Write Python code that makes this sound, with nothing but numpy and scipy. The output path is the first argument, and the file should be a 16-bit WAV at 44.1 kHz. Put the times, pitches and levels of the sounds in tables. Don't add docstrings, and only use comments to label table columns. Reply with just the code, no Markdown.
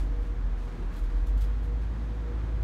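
import sys
import numpy as np
from scipy import signal
from scipy.fft import rfft, irfft
from scipy.io import wavfile
from scipy.ndimage import uniform_filter1d

SR = 44100
rng = np.random.default_rng(int(sys.argv[2]) if len(sys.argv) > 2 else 0)


def output_pcm(signal):
    pcm = np.clip(np.atleast_2d(signal).T, -1, 1) * 32767
    wavfile.write(sys.argv[1], SR, np.round(pcm).astype(np.int16))


N = 115983
TIME_S = np.arange(N) / SR


def undb(db):
    return 10 ** (np.asarray(db) / 20)


def unit(x):
    return x / np.sqrt(np.mean(x ** 2))


def noise():
    return rng.standard_normal(N)


def walk(rate):
    hold = int(SR / rate)
    steps = rng.standard_normal(2048)[np.arange(N) // hold]
    return 1.229 * uniform_filter1d(uniform_filter1d(steps, hold), hold)


def curve(points):
    return np.interp(TIME_S, *np.array(points).T)


def colour(x, points, tilt_db=0):
    octave = np.log2(np.maximum(np.fft.rfftfreq(N, 1 / SR), 1))
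    hz, db = np.array(points).T
    gain = undb(np.interp(octave, np.log2(hz), db) + tilt_db * octave)
    low_skirt = 2 ** octave / hz[0]
    high_skirt = hz[-1] / 2 ** octave
    skirts = np.minimum(np.minimum(low_skirt, high_skirt), 1) ** 2
    return unit(irfft(rfft(x) * gain * skirts, N))


def envelope(start, length, attack, release):
    age = TIME_S - start
    rise = np.clip(age / attack, 0, 1)
    return rise * np.exp(-np.maximum(age - length, 0) / release)


def crackle(rate, scatter_db):
    size = undb(scatter_db * np.minimum(rng.exponential(size=N), 5))
    hits = rng.random(N) < rate / SR
    return hits * size * rng.choice([-1, 1], N)


def line(hz, waver_db):
    turns = np.cumsum(hz + HUM_DRIFT_HZ * walk(14)) / SR + rng.random()
    return np.sqrt(2) * undb(waver_db * walk(11.61)) * np.sin(2 * np.pi * turns)


# start_s, length_s, level_db
RIP_TUGS = [(0.912, 0.043, -65.5), (0.955, 0.041, -61.5), (1.03, 0.022, -67.5), (1.26, .025, -61.5),
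            (1.37, .02, -62), (1.404, 0.01, -52), (1.428, .02, -65), (1.453, 0.0094, -72),
            (1.622, 0.039, -69)]
# freq_hz, gain_db
FIBRE_COLOUR = [(900, -26), (2200, -2), (3400, 7), (5000, 1.5), (8000, 0), (10400, -3.5), (11800, -0.5),
                (13500, -5), (15500, -7)]
RIP_ATTACK_S, RIP_RELEASE_S = 0.011, 0.021
FIBRES_PER_S, FIBRE_SCATTER_DB = 3200, 2.5
BUNCHES_PER_S, BUNCH_DB = 320, 0.5


def rips():
    power = sum((undb(db) * envelope(start, length, RIP_ATTACK_S, RIP_RELEASE_S)) ** 2
                for start, length, db in RIP_TUGS)
    pull = np.sqrt(power)
    bunches = undb(BUNCH_DB * walk(BUNCHES_PER_S))
    fibres = bunches * crackle(FIBRES_PER_S, FIBRE_SCATTER_DB)
    return pull * colour(fibres, FIBRE_COLOUR)


# start_s, level_db (before the halving in snaps)
STRANDS = [(.942, -51), (.975, -50), (.9847, -50), (0.99, -42), (1.0388, -48), (1.273, -53), (1.285, -52),
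           (1.3825, -46), (1.4295, -47), (1.4416, -43), (1.443, -43), (1.4485, -41), (1.644, -56)]
SNAP_DECAY_S = 0.00067


def snaps():
    burst = sum(undb(db) * envelope(start, 0, 1 / SR, SNAP_DECAY_S) for start, db in STRANDS)
    return burst * colour(noise(), FIBRE_COLOUR) / 2


# start_s, length_s, level_db, brightness_db_per_octave
PAPER_MOVES = [(-.02, 0.022, -51.5, 5), (0.2, 0.076, -66, 3.5), (0.566, 0.12, -63.5, 2.5),
               (0.666, 0.17, -61, 0.3), (0.89, 0.085, -57.5, -3.5), (1.087, 0.038, -58.5, 0),
               (1.134, 0.066, -66, 2.5), (1.37, 0.18, -61, -1.5), (1.563, 0.022, -72, 6),
               (1.804, 0.033, -61.5, 1), (2.318, 0.17, -61, -6)]
# freq_hz, gain_db
CREASE_COLOUR = [(400, -40), (1200, 21), (3500, 9), (6500, -0.5), (9300, -4), (10400, -9), (12000, -9),
                 (15500, -18)]
RUSTLE_ATTACK_S, RUSTLE_RELEASE_S = 0.015, 0.025
CREASES_PER_S, CREASE_SCATTER_DB = 5800, 4.5


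def rustles():
    total = np.zeros(N)
    for start, length, db, brightness in PAPER_MOVES:
        creases = colour(crackle(CREASES_PER_S, CREASE_SCATTER_DB), CREASE_COLOUR, brightness)
        total += undb(db) * envelope(start, length, RUSTLE_ATTACK_S, RUSTLE_RELEASE_S) * creases
    return total


OFFICE_T60_S, OFFICE_DB = 0.3, -9.5


def office(x):
    t = np.arange(SR // 2) / SR
    tail = rng.standard_normal(len(t)) * np.exp(-np.log(1000) * t / OFFICE_T60_S)
    return x + undb(OFFICE_DB) * signal.fftconvolve(x, tail / np.linalg.norm(tail))[:N]


# time_s, pitch_hz, level_db
DRONE_GLIDE = [(0, 46.9, -26), (.2, 46.24, -24), (.36, 45, -31), (.46, 43.55, -26.5), (.6, 43.04, -31),
               (.81, 42.38, -36.5), (.86, 42.9, -26.5), (.91, 41.7, -35), (.99, 41.1, -33.5),
               (1.02, 41.1, -26), (1.201, 42.84, -24), (1.352, 48.13, -23), (1.63, 51.05, -28.5),
               (1.75, 51.36, -26.5), (1.949, 53.77, -31.5), (2.249, 53.47, -30.5), (2.46, 53.8, -29.5),
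               (2.63, 52.8, -28)]
DRONE_DIPS = [.088, .165, 0.249, 1.103, 1.262]
# multiple, level_db (at the reference pitch)
DRONE_OVERTONES = [(2, -44.5), (3, -52.5), (4, -65), (5, -62), (7, -61.5)]
DIP_DB, DIP_WIDTH_S = -10.5, 0.015
REFERENCE_HZ, OVERTONE_DB_PER_HZ = 54.8, 1
THROB_HZ, THROB_DEPTH, THROB_DEPTH_LOW, LOW_HZ = 14, 0.064, 0.26, 42.3


def drone():
    rows = np.array(DRONE_GLIDE)
    hz = curve(rows[:, [0, 1]])
    dips = sum(np.exp(-((TIME_S - s) / DIP_WIDTH_S) ** 2) for s in DRONE_DIPS)
    db = curve(rows[:, [0, 2]]) + DIP_DB * dips
    phase = 2 * np.pi * np.cumsum(hz) / SR
    beat = 2 * np.pi * np.cumsum(THROB_HZ * (1 + 0.158 * walk(6.29))) / SR
    depth = np.interp(hz, [LOW_HZ, REFERENCE_HZ], [THROB_DEPTH_LOW, THROB_DEPTH])
    tone = undb(db) * (np.sin(phase) + depth * np.sin(phase + beat))
    overtones = sum(undb(level) * np.sin(round(multiple) * phase + walk(7.3))
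                    for multiple, level in DRONE_OVERTONES)
    growth = undb(OVERTONE_DB_PER_HZ * (hz - REFERENCE_HZ))
    return np.sqrt(2) * (tone + growth * overtones)


# freq_hz, gain_db
AIR_COLOUR = [(250, 8), (430, 2.5), (700, 0.5), (1000, 0.5), (1600, -4), (2100, -8), (2700, -14),
              (3300, -14.5), (4400, -18.5), (5000, -22), (6300, -23), (7700, -29), (9500, -30),
              (10400, -37.5), (11500, -35), (15500, -39.5)]
# time_s, level_db
AIR_LOUDNESS = [(0, -49.5), (.47, -50.5), (.85, -49.5), (1.1, -50), (1.65, -50.5), (2, -49), (2.63, -49.5)]
# pitch_hz, level_db
FAN_LINES = [(236, -57.5), (353, -66), (531, -70.5), (601, -75), (649, -68.5), (826, -71.5), (1653, -71),
             (2477, -79), (2713, -85), (3246, -80.5), (3774, -89.5)]
# time_s, level_db
WHINE_LOUDNESS = [(0, -67), (.21, -51.5), (.27, -58.5), (.37, -53.5), (.42, -65), (.61, -58.5), (.73, -53),
                  (.98, -59), (1.19, -53.5), (1.47, -58.5), (1.62, -61), (1.69, -51), (1.89, -62.5),
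                  (2.1, -57), (2.31, -52), (2.4, -63), (2.57, -57.5), (2.63, -55)]
HUM_WAVER_DB, HUM_DRIFT_HZ = 2.5, 2.2
WHINE_HZ, WHINE_WAVER_DB = 479.6, 0.6
FLUTTERS_PER_S, FLUTTER_DB = 34, 2.5


def ventilation():
    air = undb(curve(AIR_LOUDNESS)) * colour(noise(), AIR_COLOUR)
    hum = sum(undb(db) * line(hz, HUM_WAVER_DB) for hz, db in FAN_LINES)
    whine_db = curve(WHINE_LOUDNESS) + FLUTTER_DB * walk(FLUTTERS_PER_S)
    whine = undb(whine_db) * line(WHINE_HZ, WHINE_WAVER_DB)
    return air + hum + whine


# start_s, length_s, centre_hz, level_db
RUMBLE_SWELLS = [(0.637, .2, 243, -51.5), (0.753, 0.099, 360, -52), (1.26, 0.15, 117, -45.5),
                 (1.46, 0.079, 235, -51), (1.55, .2, 100.3, -46), (1.87, 0.23, 219, -50)]
SWELL_ATTACK_S, SWELL_RELEASE_S = 0.037, 0.045
SWELL_SPREAD, SWELL_SKIRT_DB = 1.56, 30


def swells():
    total = np.zeros(N)
    for start, length, hz, db in RUMBLE_SWELLS:
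        band = [(hz / SWELL_SPREAD, -SWELL_SKIRT_DB), (hz, 0), (hz * SWELL_SPREAD, -SWELL_SKIRT_DB)]
        swell = envelope(start, length, SWELL_ATTACK_S, SWELL_RELEASE_S)
        total += undb(db) * swell * colour(noise(), band)
    return total


# freq_hz, gain_db
RUMBLE_COLOUR = [(20, -16.5), (30, -5), (55, 3), (80, 4.5), (100, -1), (120, -1), (140, -6), (170, -3.5),
                 (195, -12), (270, -8.5), (320, -18.5), (375, -16.5), (450, -36), (700, -57)]
# time_s, level_db
RUMBLE_LOUDNESS = [(0, -36.5), (.22, -44.5), (.42, -39.5), (.6, -42.5), (.78, -40), (1.02, -43),
                   (1.35, -41.5), (1.8, -39.5), (2.1, -41.5), (2.63, -38.5)]
# time_s, pitch_hz, level_db
CLIMBING_TONE = [(0, 286.8, -52.5), (.22, 292.4, -49), (.55, 293, -64), (.85, 302, -57), (1.25, 305.2, -54),
                 (1.5, 308.5, -61), (2.2, 325.7, -61), (2.38, 326, -51.5), (2.63, 330, -57.5)]


def rumble():
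    rows = np.array(CLIMBING_TONE)
    tone = undb(curve(rows[:, [0, 2]])) * line(curve(rows[:, [0, 1]]), waver_db=2.5)
    return undb(curve(RUMBLE_LOUDNESS)) * colour(noise(), RUMBLE_COLOUR) + tone


def scene():
    paper = office(rips() + snaps() + rustles())
    return (paper + drone() + ventilation() + swells() + rumble())[None]


TOP_HZ = 15650


def record(dry):
    low_pass = signal.ellip(10, 0.2, 80, TOP_HZ, fs=SR, output="sos")
    return signal.sosfilt(low_pass, dry)


dry = scene()
out = record(dry)
output_pcm(out)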